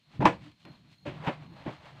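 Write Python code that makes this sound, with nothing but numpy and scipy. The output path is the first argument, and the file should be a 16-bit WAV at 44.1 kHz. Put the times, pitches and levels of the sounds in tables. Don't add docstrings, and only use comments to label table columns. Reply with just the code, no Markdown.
import sys
import numpy as np
from scipy import signal
from scipy.fft import irfft
from scipy.io import wavfile
from scipy.ndimage import uniform_filter1d

SR = 44100
rng = np.random.default_rng(int(sys.argv[2]) if len(sys.argv) > 2 else 0)


def materialize(psi):
    bounded = np.clip(np.atleast_2d(psi).T, -1, 1)
    quanta = np.round(bounded * 32767).astype(np.int16)
    wavfile.write(sys.argv[1], SR, quanta)


N = 88200
TIME, HZ = np.arange(N) / SR, np.fft.rfftfreq(N, 1 / SR)


def amp(db):
    return 10 ** (np.asarray(db) / 20)


def unit(x):
    return x / np.sqrt(np.mean(x ** 2) + 1e-20)


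def noise(colour, bass_db=0, treble_db=0, bass_hz=250, treble_hz=1800):
    hz, db = np.transpose(colour)
    strength = amp(np.interp(np.log(HZ + 1), np.log(hz + 1), db))
    spectrum = strength * np.exp(2j * np.pi * rng.random(len(HZ)))
    bass = bass_db / (1 + (HZ / bass_hz) ** 2)
    treble = treble_db * HZ ** 2 / (HZ ** 2 + treble_hz ** 2)
    return irfft(spectrum * amp(bass + treble), N) / irfft(spectrum, N).std()


def swell(peak, width):
    return (1 + ((TIME - peak) / width) ** 2 / 3) ** -2


def hit(start, rise, fade, hold=0):
    age = TIME - start
    onset = np.clip(age / max(rise, 1e-4), 0, 1)
    return onset * np.exp(-np.log(1000) * np.maximum(age - rise - hold, 0) / fade)


def bursts(rows, colour):
    loudness = sum(amp(db) * hit(start, rise, fade, hold) for start, db, rise, hold, fade in rows)
    return loudness * noise(colour)


def ring(start, hz, db, fade, rise):
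    age = np.maximum(TIME - start, 0)
    onset = np.sin(np.pi / 2 * np.minimum(age / rise, 1)) ** 2
    decay = np.exp(-np.log(1000) * np.maximum(age - rise, 0) / fade)
    return amp(db) * onset * decay * np.sin(2 * np.pi * hz * age)


def fan():
    # frequency in Hz, relative level in dB.
    hum_colour = [(20, -35.5), (40, -20.5), (100, -7.5), (180, -3.5), (300, -13.5), (400, -21.5),
                  (600, -13.5), (750, -20.5), (1400, -17.5), (2400, -14), (4200, -11), (5000, -21.5),
                  (15500, -42.5)]
    # pitch in Hz, width in Hz, base level in dB, start in seconds.
    bands = [(4210, 100, -71, 0), (6600, 110, -90.5, 0.7)]
    # time in seconds, level change in dB.
    waver = [(0, -8), (.3, -3), (.6, -6), (.71, 4.5), (.85, -10), (.92, -0.5), (1.03, 1.5), (1.36, -16),
             (1.52, 2.5), (1.62, -0.5), (2, -7)]
    whine = 0
    for hz, width, db, start in bands:
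        colour = [(hz - 2 * width, -40), (hz - width / 2, -5), (hz, 0),
                  (hz + width / 2, -5), (hz + 2 * width, -40)]
        fade_in = np.clip((TIME - start) / 0.041, 0, 1)
        whine += amp(db) * fade_in * noise(colour)
    return amp(-72) * noise(hum_colour) + whine * amp(np.interp(TIME, *np.transpose(waver)))


def rumble():
    # time in seconds, level in dB.
    levels = [(0, -78.5), (.1, -66), (.16, -47.5), (.37, -48.5), (.48, -53.5), (.59, -76), (.68, -52),
              (.8, -59.5), (.91, -60), (1.0, -70.5), (1.08, -46.5), (1.22, -48.5), (1.35, -54.5),
              (1.44, -50), (1.54, -53.5), (1.66, -54), (1.8, -56.5), (1.9, -57.5), (2, -51.5)]
    # frequency in Hz, relative level in dB.
    colour = [(25, -31.5), (55, -14), (85, -11), (120, -3.5), (155, -1), (220, -11.5), (310, -14),
              (420, -26.5), (900, -66.5)]
    # peak time in seconds, pitch in Hz, level in dB, width in seconds.
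    booms = [(0.472, 298.2, -49, 0.017), (1.2, 152, -43.5, 0.046), (1.42, 150.7, -46, 0.053),
             (1.491, 166.5, -48.5, 0.04)]
    booming = sum(amp(db) * swell(peak, width) * np.sin(2 * np.pi * hz * (TIME - peak))
                  for peak, hz, db, width in booms)
    return booming + amp(np.interp(TIME, *np.transpose(levels))) * noise(colour)


def cloth():
    # peak time in seconds, base level in dB, width in seconds, treble change in dB.
    swishes = [(.15, -60.5, 0.033, 7), (.32, -53, 0.032, 4), (.455, -60.5, .035, 9), (.62, -75, .02, 21),
               (.74, -66.5, 0.046, 6.5), (.87, -71, .03, 4), (.925, -73.5, 0.02, 20.5),
               (1.17, -51, .045, -4.5), (1.264, -34, 0.0272, -13), (1.324, -48, 0.035, -3),
               (1.43, -54, 0.034, -4), (1.602, -52.5, 0.053, -2.5), (1.718, -52, 0.045, 1),
               (1.871, -51.5, .045, -0.5), (1.99, -55, .045, -3)]
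    # frequency in Hz, relative level in dB.
    colour = [(150, -35), (300, -18), (460, -5.5), (670, -0.5), (1100, -1.5), (1460, -7), (2400, -7.5),
              (4200, -13.5), (5500, -25.5), (8500, -33), (11500, -50.5), (15500, -46.5)]
    crinkle_db, crinkle_seconds = 1.5, .003
    slips = unit(uniform_filter1d(rng.standard_normal(N), int(crinkle_seconds * SR)))
    grain = unit(amp(crinkle_db * slips))
    return grain * sum(amp(db) * swell(peak, width) * noise(colour, treble_db=treble)
                       for peak, db, width, treble in swishes)


def pillow():
    # start in seconds, level in dB, then rise, hold and fade in seconds.
    landing = [(.201, -27, 0.0077, 0.022, .12), (.219, -36, .005, .004, .07),
               (.242, -29, 0.0058, 0.04, 0.14)]
    smack = [(.252, -21.5, 0.0027, 0.018, 0.15)]
    snap = [(.2532, -21, 0.0018, 0.002, 0.03)]
    # frequency in Hz, relative level in dB.
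    landing_colour = [(22, -50), (45, -25), (90, -11), (140, -3), (360, -1.5), (460, -12), (590, -4.5),
                      (760, -12), (920, -1), (1100, -19), (2500, -26), (4500, -42), (9000, -60.5),
                      (15500, -82.5)]
    smack_colour = [(25, -50.5), (60, -26.5), (115, 4.5), (300, -8), (400, -17.5), (560, -7), (700, -1.5),
                    (980, -1.5), (1300, -13), (2500, -11.5), (4000, -28.5), (6000, -35.5), (8500, -42.5),
                    (11000, -62.5), (15500, -68)]
    snap_colour = [(150, -40.5), (500, -29.5), (1500, 3.5), (2600, 3.5), (4000, -8), (7000, -21),
                   (10000, -34), (15500, -42.5)]
    # start in seconds, pitch in Hz, level in dB, fade in seconds.
    swings = [(.194, 134.2, -22.5, .3), (.245, 202, -18.5, .14)]
    mattress = sum(ring(*swing, rise=0.0021) for swing in swings)
    thud = mattress + bursts(landing, landing_colour)
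    return thud + bursts(smack, smack_colour) + bursts(snap, snap_colour)


def slap():
    # delay in seconds, level change in dB.
    echoes = [(.0069, -7.5), (.0181, -18), (.0208, -13.5), (.029, -16)]
    peak_seconds, width_seconds, level_db, pitch_hz = .2577, 0.0015, -5, 980
    sound = 0
    for delay, db in [(0, 0.0095)] + echoes:
        age = TIME - peak_seconds - delay
        pulse = np.exp(-(age / width_seconds) ** 2)
        sound += amp(level_db + db) * pulse * np.cos(2 * np.pi * pitch_hz * age)
    return sound


def room_ring():
    # pitch in Hz, level in dB, fade in seconds.
    tones = [(307, -17, .12), (482.5, -27, 0.19), (552, -32, 0.24), (657, -27.5, 0.16), (839, -23, .13),
             (982, -21.5, 0.066), (1431, -35.5, .16), (1720, -31.5, .17), (2010, -36.5, .18),
             (2306, -33, .15), (2573, -34, .15)]
    return sum(ring(.255, hz, db, fade, rise=.008) for hz, db, fade in tones)


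def ticks():
    # start in seconds, level in dB, then rise, hold and fade in seconds.
    clicks = [(.516, -60, .0005, .001, 0.032), (.652, -51.5, 0.00037, 0.00089, .02)]
    # frequency in Hz, relative level in dB.
    colour = [(200, -7), (700, 3), (3000, 12), (7000, -12), (15000, -19)]
    return bursts(clicks, colour)


def footsteps():
    # start in seconds, base level in dB, rise, hold and fade in seconds,
    # then bass and treble change in dB.
    steps = [(0.649, -51, .003, 0.025, .22, 3, 2), (1.051, -43, 0.013, 0.023, 0.22, 10, 13),
             (1.265, -23.5, 0.0072, 0.015, 0.13, -13.5, -3), (1.657, -35, 0.0058, 0.025, 0.12, 1.5, -3.5)]
    # frequency in Hz, relative level in dB.
    colour = [(22, -53), (40, -31), (70, -15), (136, -2), (224, -4), (317, 0.5), (417, -11.5), (562, -5.5),
              (758, -9.5), (998, -11.5), (1190, -17), (1960, -17.5), (3000, -23), (5500, -44.5),
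              (8500, -55), (11000, -68), (15500, -71)]
    # start in seconds, pitch in Hz, level in dB, fade in seconds.
    knocks = [(1.056, 576.4, -37, 0.21), (1.075, 128, -41, 0.36), (1.076, 370, -39.5, 0.19),
              (1.273, 152, -23, 0.072), (1.275, 292, -28, .06), (1.277, 900, -24, .02),
              (1.515, 327.5, -50.5, 0.12), (1.666, 306.3, -31.5, 0.15), (1.676, 124, -34, 0.081)]
    soles = sum(amp(db) * hit(start, rise, fade, hold) * noise(colour, bass, treble)
                for start, db, rise, hold, fade, bass, treble in steps)
    return soles + sum(ring(*knock, rise=.003) for knock in knocks)


def room(sound):
    # frequency in Hz, relative level in dB.
    colour = [(60, 2), (140, 4.5), (330, -1), (500, -3.5), (1000, -5), (2500, -1), (5000, 0.5), (9000, -3),
              (15000, -4.5)]
    tail = noise(colour) * hit(start=.008, rise=.01, fade=0.21)
    return signal.fftconvolve(sound, tail / np.linalg.norm(tail))[:N]


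def scene():
    movement = pillow() + slap() + room_ring() + footsteps() + rumble() + cloth() + ticks()
    return (movement + amp(-23.5) * room(movement) + fan())[None]


def record(dry):
    cutoff_hz = 15600
    low_pass = signal.firwin(511, cutoff_hz, window=("kaiser", 9), fs=SR)
    return signal.oaconvolve(dry, low_pass[None], "same")


dry = scene()
out = record(dry)
materialize(out)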